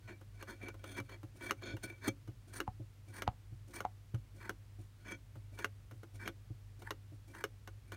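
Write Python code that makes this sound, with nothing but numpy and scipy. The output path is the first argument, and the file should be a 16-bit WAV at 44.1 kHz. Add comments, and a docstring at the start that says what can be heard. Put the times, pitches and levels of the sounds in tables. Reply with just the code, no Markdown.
"""Faint singing rubs end in sharp clicks, again and again, with soft thuds, three hollow knocks and a low hum.
A fingertip nudges the metal head drum of an opened tape machine round, close to the microphone.
Uneven skin friction drives the drum's resonances; slipping off, the finger rings the rim and sprays grit.
Pushes of the pad sway the chassis and its panels; the knocks are dying tones that sag in pitch.
A reflection and a short tail place the finger in a quiet workshop of filtered noise and mains hum."""
import sys
import numpy as np
from scipy import signal
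from scipy.io import wavfile

SR = 44100
rng = np.random.default_rng(int(sys.argv[2]) if len(sys.argv) > 2 else 0)


def persist_wave(psi):
    """Save psi, clipped to +-1, as 16-bit WAV."""
    counts = np.round(np.clip(psi, -1, 1) * 32767).astype(np.int16)
    wavfile.write(sys.argv[1], SR, np.atleast_2d(counts).T)


N = 351036

# The finger takes hold, slides the drum round and slips off the rim:
# (slip time [s], slide length [s], click level [dB], pressure level [dB], fizz level [dB])
FLICK_EVENTS = [(1.508, 0.11, -19.5, -54.5, -62.5), (2.602, 0.077, -23.5, -60.5, -57),
                (3.22, 0.096, -27.5, -61, -60), (3.804, 0.076, -29, -58, -58.5),
                (4.493, 0.095, -26, -62.5, -86), (5.644, 0.071, -20.5, -59.5, -67),
                (6.276, 0.086, -27.5, -63, -75), (6.906, 0.063, -27, -73, -91),
                (7.439, 0.11, -23, -66, -75)]
# Resonances of the fine skin ridges: (frequency [Hz], width [Hz], level [dB])
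RIDGE_MODES = [(5630, 290, -2), (9330, 320, 12), (9144, 68, 17), (12640, 340, -9.5), (14370, 190, 7.5)]
GRIP_S = 0.055  # the pad takes hold this long before it slides
TREBLE_HZ = 12300  # skin noise fades above this


def amp(db):
    """Turns decibels into an amplitude factor."""
    return 10 ** (np.asarray(db) / 20)


def unit(x):
    """Scales to rms 1."""
    return x / np.sqrt(np.mean(x ** 2) + 1e-20)


def read(points, hz):
    """Joins (Hz, value) points on a log-frequency axis."""
    f, value = np.transpose(points)
    return np.interp(np.log(hz + 1), np.log(f + 1), value)


def add(mix, s, sound):
    """Mixes a sound in at time s."""
    part = mix[round(s * SR):][:len(sound)]
    part += sound[:len(part)]


def wander(count, per_s):
    """A random drift: straight lines between per_s normal draws a second."""
    place = np.arange(count) * per_s / SR
    return np.interp(place, np.arange(4096), rng.standard_normal(4096))


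def dull(x, hz):
    """A gentle low-pass."""
    return signal.sosfilt(signal.butter(2, hz, fs=SR, output="sos"), x)


def colour(x, points, size=4096):
    """Causal filter of energy 1 whose spectrum has the shape of the (Hz, dB) points."""
    log_gain = np.log(amp(read(points, abs(np.fft.fftfreq(size, 1 / SR)))))
    # the Hilbert transform gives the phase that makes the filter causal
    taps = np.fft.ifft(np.exp(np.conj(signal.hilbert(log_gain)))).real
    return signal.oaconvolve(x, taps / np.linalg.norm(taps))[:len(x)]


def resonate(x, modes, bend=1):
    """Resonances (Hz, width, dB), all moved by the factor bend; white noise keeps its power."""
    out, power = 0, 0
    for k, (hz, width, db) in enumerate(modes):
        # shift the mode down to 0 Hz, smooth there, and shift back
        turn = np.exp(2j * np.pi * np.cumsum(hz * bend * np.ones(len(x))) / SR)
        r = np.exp(-np.pi * width / SR)
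        band = (turn * signal.lfilter([1 - r], [1, -r], x / turn)).real
        out = out + (-1) ** k * amp(db) * band
        power += amp(db) ** 2 * (1 - r) / (1 + r) / 2
    return out / np.sqrt(power)


def ring(t, hz, t60):
    """One dying mode: a sine that loses 60 dB in t60 seconds."""
    return np.sin(2 * np.pi * hz * t) * amp(-60 * t / t60)


def friction(count, flutter_db=4.0, flutter_per_s=160, slips_per_s=900, slip_share=0.36):
    """Skin grips unevenly: hiss and tiny slips under a fluttering pressure."""
    slips = rng.standard_normal(count) * (rng.random(count) < slips_per_s / SR)
    rough = rng.standard_normal(count) + slip_share * unit(slips)
    return unit(rough * amp(flutter_db * wander(count, flutter_per_s)))


def panels(x, top_hz=900):
    """The chassis passes mainly its low panel resonances."""
    # Chassis panel resonances: (frequency [Hz], width [Hz], level [dB])
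    panel_modes = [(202.6, 53, -6), (281.6, 10, 2.5), (338.9, 22.2, 5.5), (365.4, 67, 0.5), (544, 26.3, -5),
                   (653, 124, -10)]
    return dull(resonate(x, panel_modes), top_hz)


def workshop(air_db=-60, waver_db=2.4):
    """Steady shaped room noise under a low, wavering hum of a distant motor and the mains."""
    # Spectrum of the room noise: (frequency [Hz], relative level [dB])
    air_spectrum = [(25, -15), (50, 2), (85, -8), (112, 4), (150, -13), (250, -19), (700, -28.5),
                    (2000, -30.5), (15500, -42.5)]
    # Hum tones of a distant motor and the mains: (frequency [Hz], rms level before the waver [dB])
    hum_tones = [(47.6, -64), (100, -56.5)]
    t = np.arange(N) / SR
    hum = 0
    for hz, db in hum_tones:
        hum = hum + amp(db) * np.sqrt(2) * np.sin(2 * np.pi * (hz * t + rng.random()))
    air = amp(air_db) * colour(rng.standard_normal(N), air_spectrum)
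    return air + hum * amp(waver_db * wander(N, 11))


def room(x, echo_s=0.0095, echo_db=-13, echo_hz=2200, wet_db=-18):
    """A dull reflection from the bench and a short tail that dies faster in the treble than in the bass."""
    # Decay of the tail: (frequency [Hz], t60 [s])
    decay_times = [(100, 0.29), (1000, 0.1), (14000, 0.11)]
    count = SR // 2
    taps = rng.standard_normal(count) * (np.arange(count) > SR // 250)  # silent for the first 4 ms
    hz, t, z = signal.stft(taps, SR, nperseg=256)
    decay = amp(-60 * t / read(decay_times, hz)[:, None])
    tail = signal.istft(z * decay, SR, nperseg=256)[1]
    out = x + amp(wet_db) * signal.fftconvolve(x, tail / np.linalg.norm(tail))[:N]
    add(out, echo_s, amp(echo_db) * dull(x, echo_hz))
    return out


def knocks(sag=0.29, sag_s=0.0023, push_hz=95, push_t60=0.016, push_delay_s=0.0037,
           tick_t60=0.0078, tick_hz=2800, lead_db=-22, lead_s=0.0046,
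           after_db=-28, after_t60=0.046, linger_db=-46, linger_t60=0.31):
    """A sagging hollow tone, a few milliseconds of noise rising into it, a dull tick and a low push."""
    # Hollow knocks: (time [s], tone level [dB], nominal pitch [Hz], tone t60 [s],
    # tick level [dB], low push level before its rise and doubling [dB])
    knock_events = [(2.678, -29.5, 873, 0.037, -63, -21), (3.2776, -18, 847, 0.019, -33.5, -16),
                    (3.8513, -22, 838, 0.023, -39.5, -50)]
    out, t = np.zeros(N), np.arange(SR // 8) / SR
    bent = t + sag * sag_s * (1 - np.exp(-t / sag_s))  # time runs fast at first, so the pitch sags
    for s, db, hz, t60, tick_db, push_db in knock_events:
        tick, noise = rng.standard_normal((2, len(t)))
        tone = ring(bent, hz * (1 - sag / 2), t60)
        hollow = dull(resonate(noise, [(hz, 200, 0), (2200, 500, -14)]), tick_hz)
        fade = amp(after_db - 60 * t / after_t60) + amp(linger_db - 60 * t / linger_t60)
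        add(out, s, amp(db) * (tone + hollow * fade))
        add(out, s, amp(tick_db) * unit(dull(tick, tick_hz)) * amp(-60 * t / tick_t60))
        # noise rises into the knock
        add(out, s - t[-1], amp(db + lead_db) * hollow * np.exp((t - t[-1]) / lead_s))
        push = ring(t, push_hz, push_t60) * (1 - np.exp(-t / push_delay_s))
        add(out, s + push_delay_s, -2 * amp(push_db) * push)
    return out


def pushes(grip_db=-52, grip_panel_db=-50.5):
    """Every push of the pad, the thuds and the faint grip that opens each flick: (s, sway, panel)."""
    # The soft pad meets the drum and shakes the chassis:
    # (time [s], sway level before trim [dB], panel level before trim [dB])
    thud_events = [(1.002, -37, -55), (1.234, -38.5, -42), (1.734, -34.5, -37.5), (1.84, -40.5, -52),
                   (2.076, -33, -26), (2.282, -35.5, -43.5), (2.797, -35.5, -42), (3.521, -36.5, -52.5),
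                   (4.14, -26, -44), (4.784, -44, -48.5), (5.358, -38, -48), (5.921, -41, -47.5),
                   (6.502, -33.5, -45.5), (7.118, -39.5, -48.5)]
    grips = [(slip - slide_s - GRIP_S, grip_db, grip_panel_db) for slip, slide_s, *_ in FLICK_EVENTS]
    return list(thud_events) + grips


def thuds(sway_hz=116, sway_t60=0.098, rise_s=0.0029, firm_db=-28, blur=0.61, sway_db=1, panel_db=-8,
          tap_hz=305, tap_t60=0.044, tap_db=0, brush_db=-69, brush_s=0.022):
    """The pad sets the chassis swaying, taps a panel, and in lighter pushes brushes the metal faintly."""
    out, t = np.zeros(N), np.arange(SR // 3) / SR
    for s, db, shake_db in pushes():
        u = t / (rise_s * amp(blur * (firm_db - db)))  # gentle pushes build slowly
        touch = rng.standard_normal(len(t)) * amp(shake_db + panel_db) * u * np.exp(1 - u)
        sway = amp(db + sway_db) * ring(t, sway_hz, sway_t60)
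        tap = amp(shake_db + tap_db) * 2 * ring(t, tap_hz, tap_t60)
        graze = np.clip((firm_db - db) / 20, 0, 1) ** 2  # the lightest touches graze most
        swell = t / brush_s * np.exp(1 - t / brush_s)  # peaks after brush_s
        brush = graze * amp(brush_db) * friction(len(t)) * swell
        skin = dull(brush, TREBLE_HZ) + resonate(brush, RIDGE_MODES) / 2
        add(out, s, (sway + tap) * (1 - np.exp(-u)) + panels(touch) + skin)
    return out


def slides(swell_db=1.5, slide_rasp_db=-57):
    """The plain rubs, then each flick's slide, which rises and eases off, slightly stronger toward the slip."""
    # The finger rubs the drum without slipping off: (start [s], end [s], swell from start to end [dB],
    # pressure level [dB], skin rasp level [dB], fizz level [dB]), levels before trim
    rub_events = [(0.075, 0.195, -48, -59.5, -62.5, -92), (0.388, 0.431, 4, -60.5, -63, -73),
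                  (0.469, .55, -9, -57.5, -58, -67), (0.597, 0.707, -5, -56, -67, -74),
                  (0.832, 0.968, -5, -60, -73, -66.5), (.96, 0.994, 1, -49.5, -50, -56.5),
                  (1.088, 1.172, -11, -62.5, -62.5, -78), (1.612, 1.749, -4, -53, -67, -74),
                  (1.824, 1.874, -14, -53, -71, -53.5), (1.863, 1.95, 0, -60.5, -66.5, -72),
                  (2.009, 2.088, 17, -53, -51.5, -65), (2.07, 2.088, 0, -38, -51, -41.5),
                  (5.046, 5.153, 3, -54.5, -58.5, -68.5), (6.252, 6.297, -7.5, -51, -66, -67),
                  (7.916, 7.966, -14, -62.5, -60.5, -72)]
    yield from rub_events
    for slip, slide_s, _, pressure_db, fizz_db in FLICK_EVENTS:
        yield slip - slide_s, slip, swell_db, pressure_db, slide_rasp_db, fizz_db


def strokes(creep_swell_db=3, creep_db=-74.5, creep_fizz_db=-83):
    """Before every slide the skin creeps, too slowly to rasp."""
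    for start, *rest in slides():
        yield max(start - GRIP_S, 0), start, creep_swell_db, creep_db, -np.inf, creep_fizz_db
        yield start, *rest


def rubs(drum_db=1, rasp_db=0, squeak_db=-2, squeak_hz=1560, squeak_width=110, squeak_drift=0.069,
         fizz_db=1, dry_share=1.0, flicker_db=3, rumble_db=5):
    """Friction swells and eases off with each stroke, driving the drum, the skin and the chassis."""
    # Resonances of the rubbed drum: (frequency [Hz], width [Hz], level before the random spread [dB])
    drum_modes = [(1480, 33, -1), (2315, 38, 3), (3260, 50, -12), (3550, 110, -15), (4340, 50, -11),
                  (5380, 70, -20), (6200, 60, -15), (6790, 80, -18)]
    # Spectrum of sliding skin: (frequency [Hz], relative level [dB])
    rasp_spectrum = [(400, -49.5), (900, 15.5), (1250, -2), (1600, 18), (2050, 8.5), (2650, -30.5),
                     (3500, -16.5), (5000, -10.5), (6200, -36), (7400, -9), (16000, -17.5)]
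    arch = 0.5  # exponent of a stroke's rise and fall: below 1 is rounder
    lift_db, lift_s = -21.5, 0.011  # the skin still brushes as it lifts: level, fade time constant
    load = 0.003  # how far finger pressure bends the drum's modes, as a share of their pitch
    spread_db = 2.5  # each stroke touches another spot and favours other modes
    fizz_arch, fizz_skew = 1, 0.85  # fizz is strongest where the slide is fastest, a little before its middle
    out, t = np.zeros(N), np.arange(SR // 4) / SR
    for start, end, swell_db, *levels in strokes():
        along = np.clip(t / max(end - start, 0.01), 0, 1)
        lift = amp(lift_db) * along * np.exp(-np.maximum(start + t - end, 0) / lift_s)
        force = (abs(np.sin(np.pi * along)) ** arch + lift) * amp(swell_db * along)
        grip = unit(force * friction(len(t)))
        # levels count over the stroke, not over the whole buffer
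        drum, rasp, fizz = amp(levels)[:, None] * grip * np.sqrt(np.mean(along < 1))

        modes = [(hz, width, db + spread_db * rng.standard_normal()) for hz, width, db in drum_modes]
        singing = resonate(drum, modes, 1 + load * wander(len(t), 49))
        add(out, start, amp(drum_db) * singing)

        # sticking skin squeaks faintly at a wandering pitch
        squeak_bend = 1 + squeak_drift * wander(len(t), 72.0)
        squeak = resonate(rasp, [(squeak_hz, squeak_width, 0)], squeak_bend)
        squeak = dull(dull(squeak, 2500), 2470)
        add(out, start, amp(rasp_db) * colour(rasp, rasp_spectrum) + amp(squeak_db) * squeak)

        speed = abs(np.sin(np.pi * along ** fizz_skew)) ** fizz_arch
        fizz = fizz * speed * amp(flicker_db * wander(len(t), 57))  # skin ridges catch in patches
        add(out, start, amp(fizz_db) * (resonate(fizz, RIDGE_MODES) + dry_share * dull(fizz, TREBLE_HZ)))
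        add(out, start, amp(rumble_db) * panels(drum))  # the chassis rumbles in step with the pressure
    return out


def contacts(tick_treble_db=-3.5, slip_treble_db=-10.5, repeat_s=0.008, repeat_db=-16.5):
    """Every blow on the rim, light ticks and each flick's slip with a weaker second click shortly after: (s,
    level, grit)."""
    # The fingertip touches the rim lightly: (time [s], level [dB])
    tick_events = [(0.211, -52.5), (.425, -37), (0.683, -37), (0.741, -50), (0.84, -38), (0.999, -37),
                   (1.093, -45.5), (1.23, -47.5), (1.621, -45), (1.766, -41.5), (2.275, -50),
                   (4.144, -42.5), (5.354, -53), (5.588, -34.5), (5.91, -47), (6.031, -45.5), (6.819, -45),
                   (7.348, -43.5), (7.674, -39.5), (7.919, -37)]
    for s, db in tick_events:
        yield s, db, tick_treble_db  # light touches are grittier than slips
    for slip, _, click_db, _, _ in FLICK_EVENTS:
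        yield slip, click_db, slip_treble_db
        yield slip + repeat_s, click_db + repeat_db, slip_treble_db


def clicks(rim_db=14, grit_db=8, grit_t60=0.01, panel_db=-33, softness=0.58, panel_t60=0.065,
           body_db=0, body_hz=700, chatter=0.13, chatter_t60=0.021, firm_db=-20, blur=0.32):
    """A short chattering slip rings the rim, sprays grit and rattles the panels."""
    # Modes of the struck rim: (frequency before detuning [Hz], t60 [s], level [dB])
    rim_modes = [(400.7, 0.047, -10), (1064, 0.0082, 0.5), (1454, 0.0081, 5), (2190, 0.0091, -4.5),
                 (2863, 0.0092, -3.5), (4110, 0.0018, 0.5), (5400, 0.025, -20.5), (6200, 0.0044, -5.5),
                 (9400, 0.0098, -30), (11460, 0.02, -21)]
    contact_s, grit_rise_s = 0.00034, 0.00072  # rise times of a firm blow and of its grit
    detune = 0.04  # how far the modes shift from touch to touch, as a share of their pitch
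    body_spectrum = [(100, -20), (230, 0), (body_hz, -2), (3000, -30)]  # (frequency [Hz], level [dB])
    out, t = np.zeros(N), np.arange(SR // 6) / SR
    for s, db, treble_db in contacts():
        slip, grit, rattle = rng.standard_normal((3, len(t)))
        slow = amp(blur * max(firm_db - db, 0))  # lighter touches last longer
        attack = 1 - np.exp(-t / (contact_s * slow))

        # the finger loads the rim differently each time
        shift = 1 + detune * (2 * rng.random(len(rim_modes)) - 1)
        modes = 0
        for k, (hz, t60, level) in enumerate(rim_modes):
            modes = modes + (-1) ** k * amp(level) * ring(t, hz * shift[k], t60)
        blow = (t == 0) + chatter * slip * amp(-60 * t / (chatter_t60 * slow))
        rim = signal.fftconvolve(blow, modes)[:len(t)] * attack
        rim = rim / np.linalg.norm(rim)

        spray = dull(np.diff(grit, prepend=0) / 2 + grit / 2, TREBLE_HZ)
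        spray = spray * (1 - np.exp(-t / (grit_rise_s * slow)))
        spray = spray * amp(treble_db + grit_db - 60 * t / (grit_t60 * slow)) / slow

        # soft touches are duller: the panels take a larger share
        shake = rattle * amp(panel_db - softness * db - 60 * t / panel_t60)
        panel = panels(shake) + amp(body_db) * colour(shake, body_spectrum)
        add(out, s + 2 * contact_s, amp(db) * (amp(rim_db) * rim + spray / 2 + panel))
    return out


def scene():
    """The finger's sounds in the room, over the workshop background."""
    finger = knocks() + thuds() + rubs() + clicks()
    return (workshop() + room(finger))[None]


def record(dry):
    """The microphone loses the deepest bass; then a steep low-pass limits the band."""
    edge_hz = 15950
    thin = signal.sosfilt(signal.butter(5, 39, "high", fs=SR, output="sos"), dry)
    band = signal.firwin(511, edge_hz, window=("kaiser", 9), fs=SR)
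    return signal.oaconvolve(thin, band[None], "same")


dry = scene()
out = record(dry)
persist_wave(out)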